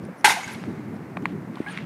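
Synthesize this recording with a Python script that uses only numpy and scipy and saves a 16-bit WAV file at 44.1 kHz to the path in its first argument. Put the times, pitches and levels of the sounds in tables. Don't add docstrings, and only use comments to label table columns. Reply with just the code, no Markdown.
import sys
import numpy as np
from scipy import signal
from scipy.fft import rfft, irfft
from scipy.io import wavfile
from scipy.ndimage import uniform_filter1d

SR = 44100
rng = np.random.default_rng(int(sys.argv[2]) if len(sys.argv) > 2 else 0)


def generate_wav(signal):
    frames = np.transpose(np.atleast_2d(signal))
    scaled = np.clip(frames, -1, 1) * 32767
    pcm = np.round(scaled).astype(np.int16)
    wavfile.write(sys.argv[1], SR, pcm)


def invert_db(level):
    return 10 ** (np.asarray(level, dtype=float) / 20)


N = 81585

# start_s, force_db, hardness (0-1)
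CONTACTS = [
    (.2440, -4.5, 0.9),
    (.2455, -0.5, 1),
    (.2483, 3, 0.82),
    (.2522, -9, 0.5),
    (.2548, -36, 0),
    (.2594, -5, 1),
    (.2618, -13, 1),
    (.2631, -13, 0.9),
]
# pitch_hz, level_db, t60_s
BLADE_MODES = [(406, -9, 0.067), (957.4, -7.5, 0.099), (1190, -16, 0.038), (1568, -2, 0.09),
               (1680, -12, 0.12), (2090, 3.5, 0.039), (2173, -8, 0.082), (2500, -10, 0.067),
               (2750, -27, 0.035), (3360, -5.5, .03), (3570, -11, 0.032), (4260, -3.5, 0.036),
               (6600, -14, 0.06), (9430, -8.5, 0.06)]
# freq_hz, level_db (per Hz)
SCRAPE_SPECTRUM = [(300, -41), (600, -30), (1000, -12), (2200, -3.5), (4800, -18), (8300, -18), (9400, -15),
                   (15500, -36)]
# delay_s, peak_db, centre_hz, width_hz
ECHOES = [(.026, -10, 1790, 1510), (.032, -9, 870, 396), (.042, -19, 860, 510), (.050, -14, 1700, 1200),
          (.057, -18, 900, 300), (.073, -21, 2130, 400), (.074, -29, 950, 300), (.056, -24, 2130, 300),
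          (.059, -19, 3660, 500), (.100, -37, 850, 300), (.122, -23.5, 715, 136), (.132, -28, 715, 136),
          (.140, -31, 715, 136), (.148, -30, 740, 200), (0.116, -25, 862, 201), (.122, -29, 2000, 500),
          (.158, -35, 2150, 400), (.186, -32, 2150, 400), (.194, -28.5, 2180, 200), (.186, -28, 1300, 1000),
          (.242, -36, 950, 250), (.246, -37, 2300, 600), (.262, -36, 950, 300), (.187, -37, 6500, 1500),
          (.195, -35, 6550, 400), (0.230, -31.5, 1560, 250), (.232, -32.5, 6400, 4000),
          (.270, -38, 2300, 500), (.303, -33, 4630, 3900)]
# freq_hz, t60_s
YARD_DECAY = [(300, 0.22), (800, 0.42), (1500, 0.35), (3000, .26), (6000, .24), (10000, 0.2), (15000, 0.17)]
# freq_hz, level_db (per Hz)
YARD_SPECTRUM = [(350, -19), (600, -17), (880, -4), (1200, -11.5), (2100, -7.5), (4000, -12), (11500, -21),
                 (15000, -36)]
# pitch_hz, width_hz, boost_db
STICK_IN_YARD = [(1560, 160, 5.5), (2140, 150, 7.5), (2590, 92, 5), (6550, 250, 2.5), (9400, 600, 4)]
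# start_s, peak_db, pitch_hz, cycles, snap_db
TICKS = [(.052, -42.5, 9300, 9.5, -8), (.211, -43, 5570, 4.2, -3), (.526, -38, 10500, 8, -20),
         (0.532, -36, 11400, 4, -20), (.537, -32, 10500, 4.5, -20), (0.6388, -22, 1380, 0.55, -30),
         (1.1703, -22, 2100, 2, -16), (1.1705, -22, 750, 1.2, -30), (1.1724, -21, 1000, 1.5, -20),
         (1.2553, -16, 1020, 2.7, -24), (1.2559, -11, 2100, 2.9, -26), (1.223, -49, 6040, 3.5, 0),
         (1.556, -46, 4000, 1.6, 12), (1.571, -29.5, 1035, 3.4, -12), (1.6030, -14.5, 278, 1.06, -44),
         (1.662, -33, 2180, 9, -15), (1.668, -36, 2180, 8, -20), (1.662, -36, 1080, 4, -30),
         (1.685, -35, 3150, 6, 0), (1.697, -33, 1150, 2.5, -15), (1.7748, -19.5, 2150, 2.9, -7),
         (1.7755, -29, 1200, 2.5, -10), (1.7748, -34, 3890, 7, -20), (1.7868, -28, 2100, 5, -10),
         (1.7865, -35, 1150, 3, -25), (1.7445, -36, 2100, 9, -20), (1.717, -46, 9000, 18, -20),
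         (.0865, -30, 510, 2.5, -30), (1.2557, -44, 8600, 13, -30), (1.2557, -47, 6830, 12, -30),
         (1.2558, -40, 4260, 8, -30), (1.2592, -29, 1600, 3, -7), (1.268, -39, 1800, 3, -14),
         (1.1715, -26, 2140, 3.2, -15), (1.6015, -28, 560, 1.6, -30), (1.628, -38, 2000, 5, -20),
         (.036, -36, 520, 2, -30)]
# start_s, length_s, rms_db, centre_hz, width_hz
RUSTLES = [(.02, 0.059, -61.5, 4000, 4000), (.172, .046, -65, 5700, 900), (0.162, 0.067, -63, 10000, 1500),
           (0.499, 0.069, -55, 10500, 3000), (.91, .07, -69, 10600, 2000), (0.946, 0.036, -63, 4500, 2000),
           (1.209, .15, -55.5, 2500, 1940), (1.515, 0.18, -50, 1800, 1500),
           (1.647, 0.22, -42.5, 2040, 1680), (1.675, 0.05, -55, 3200, 1200), (1.687, 0.051, -54, 9200, 900),
           (1.713, 0.031, -59, 6600, 500), (1.547, .3, -66, 9000, 1200), (1.69, 0.025, -48, 1640, 201),
           (1.69, 0.025, -49, 850, 200), (0.074, 0.022, -50.5, 490, 303), (.915, .045, -47, 603, 397),
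           (1.692, .024, -52, 4250, 250), (1.70, .08, -49, 1700, 120), (1.70, .055, -52, 2350, 250),
           (1.75, .02, -57, 3900, 300), (1.79, .02, -54, 2900, 300)]
# partial_number, level_db
SQUEAK_PARTIALS = [(1, -41), (2, -34), (3, -54), (5, -62)]
# freq_hz, level_db (per Hz)
WIND_SPECTRUM = [(20, -49), (60, -25), (110, -7), (180, 1), (260, -4), (380, -9), (560, -26.5), (900, -35),
                 (1500, -61.5)]
# time_s, level_db
GUSTS = [(0, -39), (.05, -33), (.11, -40), (.15, -51.5), (.21, -43.5), (.3, -43.5), (.42, -46.5),
         (.54, -35), (.58, -37.5), (.70, -31), (.8, -34.5), (.93, -32.5), (1.05, -38), (1.22, -33),
         (1.36, -32), (1.55, -40.5), (1.72, -38.5), (1.85, -33.5)]
# freq_hz, level_db (per Hz)
AIR_SPECTRUM = [(18, -64), (30, -52), (106, 1), (226, -5), (566, -15), (2100, -25.5), (3280, -42),
                (11800, -50.5), (15800, -49)]

BLADE_DB, SOFT_HZ, HARD_HZ = -16, 1200, 9000
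STICK_LOW_HZ, STICK_TOP_HZ = 330, 14000
SHAFT_S, SHAFT_HZ, SHAFT_DB, SHAFT_RISE_S, SHAFT_HOLD_S, SHAFT_T60_S = .24385, 850, -8.5, .00052, .012, .055
SCRAPE_S, SCRAPE_LEN_S, SCRAPE_DB, SCRAPE_RISE_S, SCRAPE_T60_S = .2445, .017, -13.5, .0018, .034
ECHO_T60_S = .028
YARD_S, YARD_DB, YARD_HOLD_S, YARD_RISE_S, YARD_PATCH_DB = .25, -23.5, .055, .014, 1.6
WALL_END_S, WALL_END_DB = .075, -5
FAR_DB, FAR_STRETCH = -12.5, 4.46
FENCE_S, FENCE_LEN_S, FENCE_DB = .225, .08, 3.5
SNAP_S, SNAP_TOP_HZ, PORT_HZ, PORT_DB = .0018, 3890, 9000, -12.5
GRAINS_PER_S, GRAIN_DB = 4900, 3
SQUEAK_S, SQUEAK_LEN_S, SQUEAK_HZ, SQUEAK_FLUTTER_DB = 1.664, .042, 848, 1.7
SQUEAK_SAG, SQUEAK_WOBBLE = .04, .014
SQUEAK_CATCH, SQUEAK_CATCH_S = .12, .009
LUMP_DB, LUMPS_PER_S, WIND_SPLIT_HZ = 2, 35, 133
AIR_DB, MIC_LOW_HZ = -45.5, 59


def evened(x):
    return x / np.sqrt(np.mean(x ** 2) + 1e-20)


def read(points, hz):
    f, value = np.transpose(points)
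    return np.interp(np.log(hz + 1), np.log(f + 1), value)


def add(mix, start_s, sound):
    part = mix[max(round(start_s * SR), 0):][:len(sound)]
    part += sound[:len(part)]


def coloured(points, size):
    gain = invert_db(read(points, np.fft.rfftfreq(size, 1 / SR)))
    return evened(irfft(rfft(rng.standard_normal(size)) * gain, size))


def band(x, low_hz, top_hz):
    edges = np.clip([low_hz, top_hz], 20, 20000)
    return signal.lfilter(*signal.butter(2, edges, "band", fs=SR), x)


def blade():
    t, push = np.arange(4410) / SR, np.zeros(N)
    ring = sum(invert_db(db - 60 * t / t60) * np.sin(2 * np.pi * hz * t) for hz, db, t60 in BLADE_MODES)
    for k, (start_s, force_db, hardness) in enumerate(CONTACTS):
        corner_hz = SOFT_HZ * (HARD_HZ / SOFT_HZ) ** hardness
        pulse = np.exp(-2 * np.pi * corner_hz * t[:200])
        sign = (-1) ** (k + 1)
        add(push, start_s, sign * invert_db(force_db) * pulse / pulse.sum())
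    return invert_db(BLADE_DB) * signal.oaconvolve(push, ring)[:N]


def shaft():
    t = np.arange(4410) / SR
    fall_db = 60 * np.maximum(t - SHAFT_HOLD_S, 0) / SHAFT_T60_S
    envelope = invert_db(SHAFT_DB - fall_db) * np.minimum(t / SHAFT_RISE_S, 1)
    return -envelope * np.sin(2 * np.pi * SHAFT_HZ * t)


def scrape():
    t = np.arange(4410) / SR
    fall_db = 60 * np.maximum(t - SCRAPE_LEN_S, 0) / SCRAPE_T60_S
    envelope = np.minimum(t / SCRAPE_RISE_S, 1) * invert_db(SCRAPE_DB - fall_db)
    return envelope * coloured(SCRAPE_SPECTRUM, 4410)


def slap():
    out = blade()
    add(out, SHAFT_S, shaft())
    add(out, SCRAPE_S, scrape())
    return band(out, STICK_LOW_HZ, STICK_TOP_HZ)


def echoes(shot):
    out = np.zeros(N)
    since_s = np.maximum(np.arange(N) / SR - SCRAPE_S, 0)
    crack = shot * invert_db(-60 * since_s / ECHO_T60_S)
    for delay_s, peak_db, hz, width_hz in ECHOES:
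        edges = hz - width_hz / 2, hz + width_hz / 2
        echo = band(band(crack, *edges), *edges)
        add(out, delay_s, invert_db(peak_db) * echo / np.abs(echo).max())
    return out


def yard_tail():
    hz, t, z = signal.stft(coloured(YARD_SPECTRUM, SR), SR, nperseg=512)
    fall_db = -60 * np.maximum(t - YARD_HOLD_S, 0) / read(YARD_DECAY, hz)[:, None]
    near = invert_db(fall_db + WALL_END_DB * np.clip((t - WALL_END_S) / .01, 0, 1))
    inside_s = np.minimum(t - FENCE_S, FENCE_S + FENCE_LEN_S - t)
    fence = invert_db(FENCE_DB * np.clip(inside_s / .012, 0, 1))
    far = fence * invert_db(FAR_DB + fall_db / FAR_STRETCH)
    patches = uniform_filter1d(rng.standard_normal(z.T.shape), 5, 0)
    patches = evened(uniform_filter1d(patches, 5, 1)).T
    rings_db = sum(db * np.exp(-((hz - f) / width_hz) ** 2) for f, width_hz, db in STICK_IN_YARD)
    gain = invert_db(YARD_PATCH_DB * patches + rings_db[:, None]) * (near + far)
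    tail = signal.istft(z * gain, SR, nperseg=512)[1]
    rise = np.minimum(np.arange(len(tail)) / SR / YARD_RISE_S, 1)
    return invert_db(YARD_DB) * tail * rise


def yard(shot):
    out = echoes(shot)
    add(out, YARD_S, yard_tail())
    return out


def ticks():
    out, t = np.zeros(N), np.arange(900) / SR
    noise = rng.standard_normal((len(TICKS), 900))
    noise = band(band(noise, 540, SNAP_TOP_HZ), 850, SNAP_TOP_HZ)
    port = 0
    raw = rng.standard_normal((len(TICKS), 900))
    port = band(raw, PORT_HZ - 1200, PORT_HZ + 1200) * np.exp(-t / SNAP_S)
    snaps = noise + invert_db(PORT_DB) * port
    snap_envelope = np.exp(-t / SNAP_S) * np.minimum(t / .00096, 1)
    for (start_s, peak_db, hz, cycles, snap_db), snap in zip(TICKS, snaps):
        u = 4 * t * hz / cycles
        ring = -(u / 2) ** 2 * np.exp(2 - u) * np.sin(2 * np.pi * hz * t)
        add(out, start_s, invert_db(peak_db) * (ring + 3 * invert_db(snap_db) * snap * snap_envelope))
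    return out


def rustles():
    out = np.zeros(N)
    draws = rng.random((len(RUSTLES), 2, 12000))
    for (start_s, length_s, rms_db, hz, width_hz), (when, size) in zip(RUSTLES, draws):
        sizes = invert_db(-GRAIN_DB * np.log(size + .003)) * np.sign(np.cos(999 * size))
        grains = (when < GRAINS_PER_S / SR) * sizes
        n = min(round(length_s * SR), 12000)
        rustle = evened(band(grains, hz - width_hz / 2, hz + width_hz / 2))[:n]
        add(out, start_s, invert_db(rms_db) * rustle * np.sqrt(np.hanning(n)))
    return out


def squeak():
    out, u = np.zeros(N), np.arange(0, 1, 1 / (SR * SQUEAK_LEN_S))
    wobble = evened(uniform_filter1d(rng.standard_normal(4000), 150))[:len(u)]
    catch = SQUEAK_CATCH * np.exp(-u * SQUEAK_LEN_S / SQUEAK_CATCH_S)
    pitch_hz = SQUEAK_HZ * (1 - SQUEAK_SAG * (u - .4) + SQUEAK_WOBBLE * wobble - catch)
    turns = np.cumsum(pitch_hz) / SR
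    tone = sum(invert_db(db) * np.sin(2 * np.pi * k * turns) for k, db in SQUEAK_PARTIALS)
    flutter = evened(uniform_filter1d(rng.standard_normal(4000), 90))[:len(u)]
    swell = np.sin(np.pi * u ** .65) * np.sqrt(2)
    add(out, SQUEAK_S, invert_db(SQUEAK_FLUTTER_DB * flutter) * tone * swell)
    return out


def wind():
    t, noise = np.arange(N) / SR, coloured(WIND_SPECTRUM, N)
    low = signal.filtfilt(*signal.butter(2, WIND_SPLIT_HZ, fs=SR), noise)
    knots = rng.standard_normal((2, 400))
    low_lumps, high_lumps = [invert_db(LUMP_DB * np.interp(t * LUMPS_PER_S, np.arange(400), k)) for k in knots]
    time_s, level_db = np.transpose(GUSTS)
    return invert_db(np.interp(t, time_s, level_db)) * evened(low * low_lumps + (noise - low) * high_lumps)


def night_air():
    return invert_db(AIR_DB) * evened(band(coloured(AIR_SPECTRUM, N), 480, 15000))


def scene():
    shot = slap()
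    return (shot + yard(shot) + ticks() + rustles() + squeak() + wind() + night_air())[None]


def roll_off(x):
    return signal.sosfilt(signal.butter(12, 15320, fs=SR, output="sos"), x)


def record(dry):
    x = signal.lfilter(*signal.butter(2, MIC_LOW_HZ, "high", fs=SR), dry)
    limited = x / (1 + np.abs(x) ** 8) ** (1 / 8)
    return roll_off(limited)


dry = scene()
out = record(dry)
generate_wav(out)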